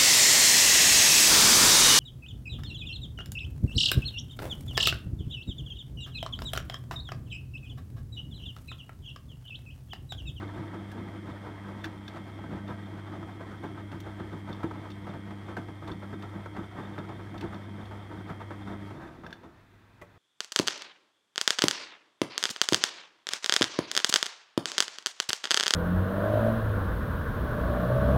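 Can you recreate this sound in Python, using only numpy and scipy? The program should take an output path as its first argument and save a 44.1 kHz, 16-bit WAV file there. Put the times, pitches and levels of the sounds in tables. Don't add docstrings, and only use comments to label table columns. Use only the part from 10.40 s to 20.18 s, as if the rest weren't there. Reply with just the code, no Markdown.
import sys
import numpy as np
from scipy import signal
from scipy.fft import rfft, irfft
from scipy.io import wavfile

SR = 44100
rng = np.random.default_rng(int(sys.argv[2]) if len(sys.argv) > 2 else 0)


def transcribe(signal):
    frames = np.atleast_2d(signal).T
    limited = np.clip(frames, -1, 1)
    pcm = np.round(limited * 32767).astype(np.int16)
    wavfile.write(sys.argv[1], SR, pcm)


N = 431298
TIME = np.arange(N) / SR
MAINS_HZ, MOTOR_OFF_S, COAST_S = 50.036, 8.52, 0.76
WASH_DB, RUMBLE_DB = -51.5, -48
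SOAK_DB_PER_S = 0.26
TRICKLE = 0.22
SLAP_RISE_S = 0.0027
SLOSH_FALL_S, SLOSH_FALL_SHARE = 0.0098, 0.61

# frequency in Hz, relative density in dB.
ROOM_SPECTRUM = [(18, -49), (30, -3), (108, 0.5), (243, -6), (332, -6), (575, -18.5), (1050, -15.5),
                 (1770, -13.5), (2300, -20), (2550, -17), (2830, -25), (3590, -22.5), (4910, -31.5),
                 (10500, -39.5), (15500, -39.5)]
THUD_SPECTRUM = [(20, -37), (38, -9.5), (60, -10.5), (90, -10), (130, 0.5), (220, 0), (290, -3.5),
                 (380, -3), (450, -14.5), (700, -23.5), (2000, -61)]
WASH_SPECTRUM = [(200, -8.5), (450, -3), (800, -1.5), (1200, -4.5), (1430, -11), (1750, -6.5), (2100, -9.5),
                 (2500, -18), (3300, -19), (3850, -21.5), (7000, -34), (15500, -46)]
HISS_SPECTRUM = [(1500, -20.5), (3000, 3.5), (3580, -0.5), (5500, 2), (6800, -5), (7600, -1), (8200, -8),
                 (9600, -3), (11300, -9.5), (12800, -7), (14000, -12), (15700, -17)]
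SPLASH_SPECTRUM = [(200, -19), (420, -2), (700, -3), (1100, -2.5), (1430, -8.5), (1750, -7), (2100, -10),
                   (2600, -18), (3500, -23.5), (5500, -30), (8000, -36.5), (15500, -45)]
SPRAY_SPECTRUM = [(500, -17), (1200, -10.5), (2400, -0.5), (3200, 1.5), (3580, -5), (3950, -3), (4500, -5),
                  (5600, -8), (7000, -11.5), (14000, -27)]
FIZZ_SPECTRUM = [(3000, -36), (6500, 10), (9500, 6), (15500, 1)]
# multiple of the mains, level in dB against the load curve, unsteadiness as a
HUM_HARMONICS = [(2, -1, 0.048), (4, -8.5, 0.8), (6, -10, 0.36)]
# time in seconds, hum level in dB.
MOTOR_LOAD = [(0.0, -37), (0.04, -39), (0.14, -43.5), (1.81, -47), (1.97, -44.5), (2.16, -44.5),
              (2.33, -43), (3.25, -46.5), (3.51, -43.5), (5.39, -45.5), (5.93, -43.5), (6.38, -48.5),
              (6.52, -44.5), (8.45, -44.5)]
# multiple of the mains, level in dB.
BUZZ_HARMONICS = [(36, -77.5), (38, -67.5), (40, -72), (42, -67), (44, -68), (46, -79.5), (48, -78),
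                  (50, -88), (62, -74.5), (64, -69), (65, -77.5), (66, -71), (68, -81.5), (70, -86.5),
                  (166, -101), (168, -96), (169, -96), (171, -92), (172, -84.5), (173, -100), (174, -90)]
# centre in Hz, width in Hz, lift in dB.
TUB_RESONANCES = [(71.2, 12.4, 14), (157, 28, 2.5), (185.5, 12, 4), (244, 21, 1.5), (318, 23, 7.5),
                  (339, 27.5, 5), (414.5, 12, 4), (487, 26, 5), (592, 13, 3.5), (667.4, 22, 6),
                  (921, 64, 5.5), (1303, 124, 9), (1554, 63, 9), (3500, 89, 6.5)]
# frequency in Hz, relative level in dB, seconds to fall by 60 dB.
GLASS_MODES = [(1598, -4, 0.027), (1690, -4, 0.03), (2750, -18.5, 0.036), (3558, 0.5, 0.027),
               (4420, -10, 0.028), (5560, -15, 0.022)]
KNOCK_MODES = [(179, -61, 0.26), (404, -48, 0.13), (474, -54, 0.18), (582, -42.5, 0.13),
               (1110, -47.5, 0.09), (1270, -58, .07), (1990, -40, 0.029), (2420, -57, .05)]
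# start in seconds, then relative levels in dB of spray, high ring,
# low ring and fizz.
DOOR_SPITS = [(.5147, -51, -62, -43, -52), (1.438, -43, -48, -45, -60), (1.4425, -38, -34, -22.5, -57),
              (1.4525, -42, -48, -40, -58), (1.679, -41.5, -36, -36.5, -59), (2.278, -51, -48, -57, -73),
              (3.516, -48, -50, -36, -70), (3.6014, -45.5, -50, -48, -50), (4.128, -47, -37.5, -56, -65),
              (4.234, -59, -57, -35, -64), (4.502, -46, -48, -54, -65), (4.5163, -56, -43.5, -56, -69),
              (5.167, -61, -62, -32, -66), (5.476, -44, -45, -54, -64), (5.5166, -54, -38.5, -52, -71),
              (5.823, -46.5, -46, -54, -68), (6.587, -60, -46, -47, -68), (6.9782, -45, -44, -56, -66),
              (7.009, -39.5, -41.5, -48, -64), (7.144, -54, -44, -45, -71), (7.455, -53, -47, -60, -71),
              (8.864, -47.5, -45, -34.5, -65), (8.905, -51, -59, -46, -73), (8.927, -44, -38, -32.5, -62)]
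# start in seconds, relative splash and thud levels in dB,
# fall time of the splash in seconds.
CLOTH_SLAPS = [(1.443, -46, -45, 0.047), (2.036, -44, -42, 0.012), (2.826, -43, -46, 0.0097),
               (3.796, -39, -37.5, .01), (4.23, -34.5, -29, 0.016), (4.308, -39, -52, 0.0095),
               (4.667, -41.5, -39.5, 0.032), (4.735, -48, -36.5, 0.028), (4.905, -41.5, -46, 0.015),
               (5.166, -33.5, -34, 0.018), (5.282, -44, -48, 0.017), (5.421, -46, -43.5, 0.022),
               (5.727, -42, -35.5, .015), (6.056, -40.5, -44, 0.011), (6.163, -41, -35, 0.044),
               (6.578, -38, -39.5, 0.02), (6.686, -41.5, -39.5, 0.028), (6.94, -42.5, -40, 0.021),
               (7.124, -41, -41, 0.03), (7.508, -45.5, -50, 0.075), (8.104, -41, -42, 0.033),
               (8.272, -38.5, -40, .008), (8.504, -42.5, -42, 0.012), (8.834, -46, -45, 0.038),
               (9.032, -49.5, -50, 0.031)]
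# crest time in seconds, relative splash and thud levels
# in dB, swell time in seconds.
CLOTH_SLOSHES = [(.18, -45.5, -37, 0.061), (.345, -43.5, -43, 0.029), (.585, -49, -37.5, 0.051),
                 (.872, -46, -48, .02), (1.07, -45, -49, 0.057), (1.29, -48, -46.5, 0.1),
                 (2.13, -45.5, -37, 0.047), (2.303, -42, -37.5, .035), (2.74, -44.5, -44, 0.042),
                 (3.008, -44.5, -41.5, 0.023), (3.117, -46.5, -48, 0.015), (3.241, -40, -33.5, 0.019),
                 (3.377, -47, -49, 0.017), (3.532, -44.5, -40.5, 0.03), (3.667, -45, -41, .02),
                 (3.933, -45, -37, 0.024), (4.094, -41.5, -39, 0.033), (4.456, -46.5, -51, .04),
                 (5.092, -42.5, -46, 0.025), (5.492, -41, -36, 0.024), (5.632, -43, -52, .018),
                 (5.838, -44, -50, 0.027), (5.955, -47.5, -45, 0.057), (6.388, -43, -40.5, 0.053),
                 (6.436, -51, -48, 0.01), (6.798, -45.5, -48, 0.013), (7.039, -42.5, -34, 0.028),
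                 (7.405, -47.5, -43, 0.047), (7.724, -46.5, -47, 0.04), (7.902, -39.5, -37.5, 0.022),
                 (8.012, -41.5, -46, 0.023), (8.322, -45, -46, 0.044), (8.625, -45.5, -46, 0.062)]


def gain_of(db):
    return 10 ** (np.asarray(db) / 20)


def unit_rms(x):
    return x / np.sqrt(np.mean(x ** 2) + 1e-20)


def add(mix, start_s, sound):
    part = mix[max(round(start_s * SR), 0):][:len(sound)]
    part += sound[:len(part)]


def surge(t, rise, fall):
    return np.minimum(t / max(rise, 1 / SR), 1) * np.exp(-np.maximum(t - rise, 0) / max(fall, 1 / SR))


def wander(hz):
    f = np.fft.rfftfreq(N, 1 / SR)
    return unit_rms(irfft(rfft(rng.standard_normal(N)) * np.exp(-(f / hz) ** 2), N))


def room_tone():
    hz, db = np.transpose(ROOM_SPECTRUM)
    shape = gain_of(np.interp(np.log(np.fft.rfftfreq(N, 1 / SR) + 1), np.log(hz), db))
    return gain_of(-60.5) * unit_rms(irfft(rfft(rng.standard_normal(N)) * shape, N))


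def near_walls(x, t60, wet_db):
    t = np.arange(SR // 2) / SR
    echoes = rng.choice([-1, 1], len(t)) * (rng.random(len(t)) < 2000 / SR)
    echoes = echoes * (t > .006) * gain_of(-60 * t / t60)
    return x + gain_of(wet_db) * signal.oaconvolve(x, echoes / np.linalg.norm(echoes))[:N]


def through_tub(x, spectrum, size=8192):
    f = abs(np.fft.fftfreq(size, 1 / SR))
    hz, db = np.transpose(spectrum)
    lift_db = sum(lift / (1 + (2 * (f - centre) / width) ** 2) for centre, width, lift in TUB_RESONANCES)
    shape = gain_of(np.interp(np.log(f + 1), np.log(hz), db) + lift_db)
    ring = np.fft.ifft(np.exp(np.conj(signal.hilbert(np.log(shape))))).real
    return signal.oaconvolve(x, ring / np.linalg.norm(ring))[:len(x)]


def powered(fade_s):
    return np.exp(-np.maximum(TIME - MOTOR_OFF_S, 0) / fade_s)


def motor():
    angle = 2 * np.pi * MAINS_HZ * TIME
    hum = sum(gain_of(db) * ((1 + shake * wander(6.1)) * np.sin(k * angle)
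                             + shake * wander(7.2) * np.cos(k * angle))
              for k, db, shake in HUM_HARMONICS)
    hum *= gain_of(np.interp(TIME, *np.transpose(MOTOR_LOAD)))
    buzz = sum(gain_of(db) * (1 + 0.2 * wander(18)) * np.cos(k * angle + 0.64 * wander(11.3))
               for k, db in BUZZ_HARMONICS)
    idle = gain_of(-63) * np.sin(2 * angle)
    return np.sqrt(2) * (hum * powered(0.035) + buzz * powered(0.0098) + idle)


def drops(per_s, spread_db):
    size = gain_of(spread_db * np.minimum(rng.exponential(1, N), 4))
    return unit_rms(size * rng.choice([-1, 1], N) * (rng.random(N) < per_s / SR))


def bubbles(flow, per_s, cycles, glide, low_hz=560, high_hz=2000, count=30):
    t, out = np.arange(SR // 20) / SR, np.zeros(N)
    for hz in np.geomspace(low_hz, high_hz, count):
        age = t * hz / cycles
        envelope = (1 - np.exp(-3 * age)) * np.exp(-age)
        ping = envelope * np.sin(2 * np.pi * hz * t * (1 + glide * np.minimum(age, 2)))
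        for place, size in rng.random((round(per_s * N / SR / count), 2)):
            add(out, place * N / SR, (.5 + size) * flow[int(place * N)] * ping)
    return out


def churn():
    speed = np.clip(1 - (TIME - MOTOR_OFF_S) / COAST_S, 0, 1)
    heave = wander(5.8)
    flow_db = WASH_DB - SOAK_DB_PER_S * TIME + heave + 2.13 * wander(20)
    flow = (TRICKLE + (1 - TRICKLE) * speed ** 1.3) * gain_of(flow_db)
    water = through_tub(flow * drops(per_s=6000, spread_db=2), WASH_SPECTRUM)
    gurgle = gain_of(4) * bubbles(flow, per_s=60, cycles=8.8, glide=0.033)
    rumble = through_tub(drops(per_s=2500, spread_db=0.5), THUD_SPECTRUM)
    rumble *= speed * gain_of(RUMBLE_DB + 1.5 * heave + 1.74 * wander(12.5))
    hiss = through_tub(rng.standard_normal(N), HISS_SPECTRUM)
    hiss *= gain_of(-71.5 + 0.94 * wander(19)) * powered(0.35)
    tinkle = bubbles(flow, per_s=19, cycles=25, glide=0, low_hz=3580, high_hz=3560, count=6)
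    return water + gurgle + rumble + hiss + gain_of(-2.5) * tinkle


def knock(start_s=9.615, rebound_s=0.0062):
    t, out = np.arange(SR // 4) / SR, np.zeros(N)
    ring = sum(gain_of(db - 60 * t / t60) * np.sin(2 * np.pi * hz * t) for hz, db, t60 in KNOCK_MODES)
    burst = rng.standard_normal(len(t)) * surge(t, rise=.001, fall=0.015)
    tick = gain_of(-62) * through_tub(burst, FIZZ_SPECTRUM)
    tick += gain_of(-47.5) * through_tub(burst, WASH_SPECTRUM)
    add(out, start_s, .5 * ring + tick)
    add(out, start_s + rebound_s, ring)
    return out


def spits():
    t, (spray, fizz, rings) = np.arange(SR // 10) / SR, np.zeros((3, N))
    burst = surge(t, rise=0.0024, fall=0.0065)
    for start, spray_db, high_db, low_db, fizz_db in DOOR_SPITS:
        add(spray, start, gain_of(spray_db) * burst)
        add(fizz, start, gain_of(fizz_db) * burst)
        detunes = rng.uniform(-0.96, 1, len(GLASS_MODES))
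        for (hz, db, t60), detune in zip(GLASS_MODES, detunes):
            tone = np.sin(2 * np.pi * hz * (1 + 0.012 * detune) * t + np.pi * detune)
            level = gain_of(db + (low_db if hz < 2200 else high_db))
            add(rings, start, level * surge(t, rise=0.0013, fall=t60 / np.log(1000)) * tone)
    grain = rng.choice([-1., 1.], N)
    return (gain_of(-5) * through_tub(spray * grain, SPRAY_SPECTRUM)
            + gain_of(-4) * through_tub(fizz * grain, FIZZ_SPECTRUM) + gain_of(-2) * rings)


def smacks(against_splash_db=-2.5):
    t, contact = np.arange(SR // 20) / SR, np.zeros(N)
    burst = surge(t, rise=0.00099, fall=0.003)
    for start, splash_db, _, _ in CLOTH_SLAPS:
        add(contact, start + SLAP_RISE_S, gain_of(splash_db + against_splash_db) * burst)
    return through_tub(contact * rng.choice([-1., 1.], N), SPLASH_SPECTRUM)


def landings():
    for start, splash_db, thud_db, fall in CLOTH_SLAPS:
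        yield start, splash_db, thud_db, SLAP_RISE_S, fall
    for crest, splash_db, thud_db, swell in CLOTH_SLOSHES:
        yield crest - swell, splash_db, thud_db, swell, SLOSH_FALL_S + SLOSH_FALL_SHARE * swell


def flops():
    t, (splash, thud) = np.arange(SR // 3) / SR, np.zeros((2, N))
    for start, splash_db, thud_db, rise, fall in landings():
        add(splash, start, gain_of(splash_db) * surge(t, rise, fall))
        add(thud, start, gain_of(thud_db) * surge(t, rise + 0.0095, 0.01 + fall / 2))
    dull, bright = gain_of(2) * splash, gain_of(-1) * splash
    impacts = drops(per_s=9000, spread_db=0.2)
    lows = signal.sosfiltfilt(signal.butter(2, 1100, fs=SR, output="sos"), impacts)
    spatter = through_tub(dull * lows + bright * (impacts - lows), SPLASH_SPECTRUM)
    large_bubbles = bubbles(dull, per_s=160, cycles=4.7, glide=0.029, high_hz=1088, count=12)
    small_bubbles = bubbles(bright, per_s=170, cycles=8.9, glide=0.02, low_hz=1155, high_hz=1650, count=12)
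    tinkle = bubbles(bright, per_s=70, cycles=33, glide=0, low_hz=3530, high_hz=3620, count=6)
    tub = through_tub(thud * drops(per_s=5000, spread_db=0), THUD_SPECTRUM)
    return (gain_of(-0.5) * spatter + gain_of(-1.5) * large_bubbles + gain_of(-2) * small_bubbles
            + gain_of(-14) * tinkle + gain_of(0.5) * tub)


def scene():
    bed = motor() + churn()
    impacts = flops() + smacks() + spits() + knock()
    return (bed + near_walls(impacts, t60=0.27, wet_db=-13) + room_tone())[None]


def record(dry):
    lowpass = signal.firwin(801, 15720, window=("kaiser", 9), fs=SR)
    return signal.oaconvolve(dry, lowpass[None], "same")


dry = scene()
out = record(dry)
transcribe(out)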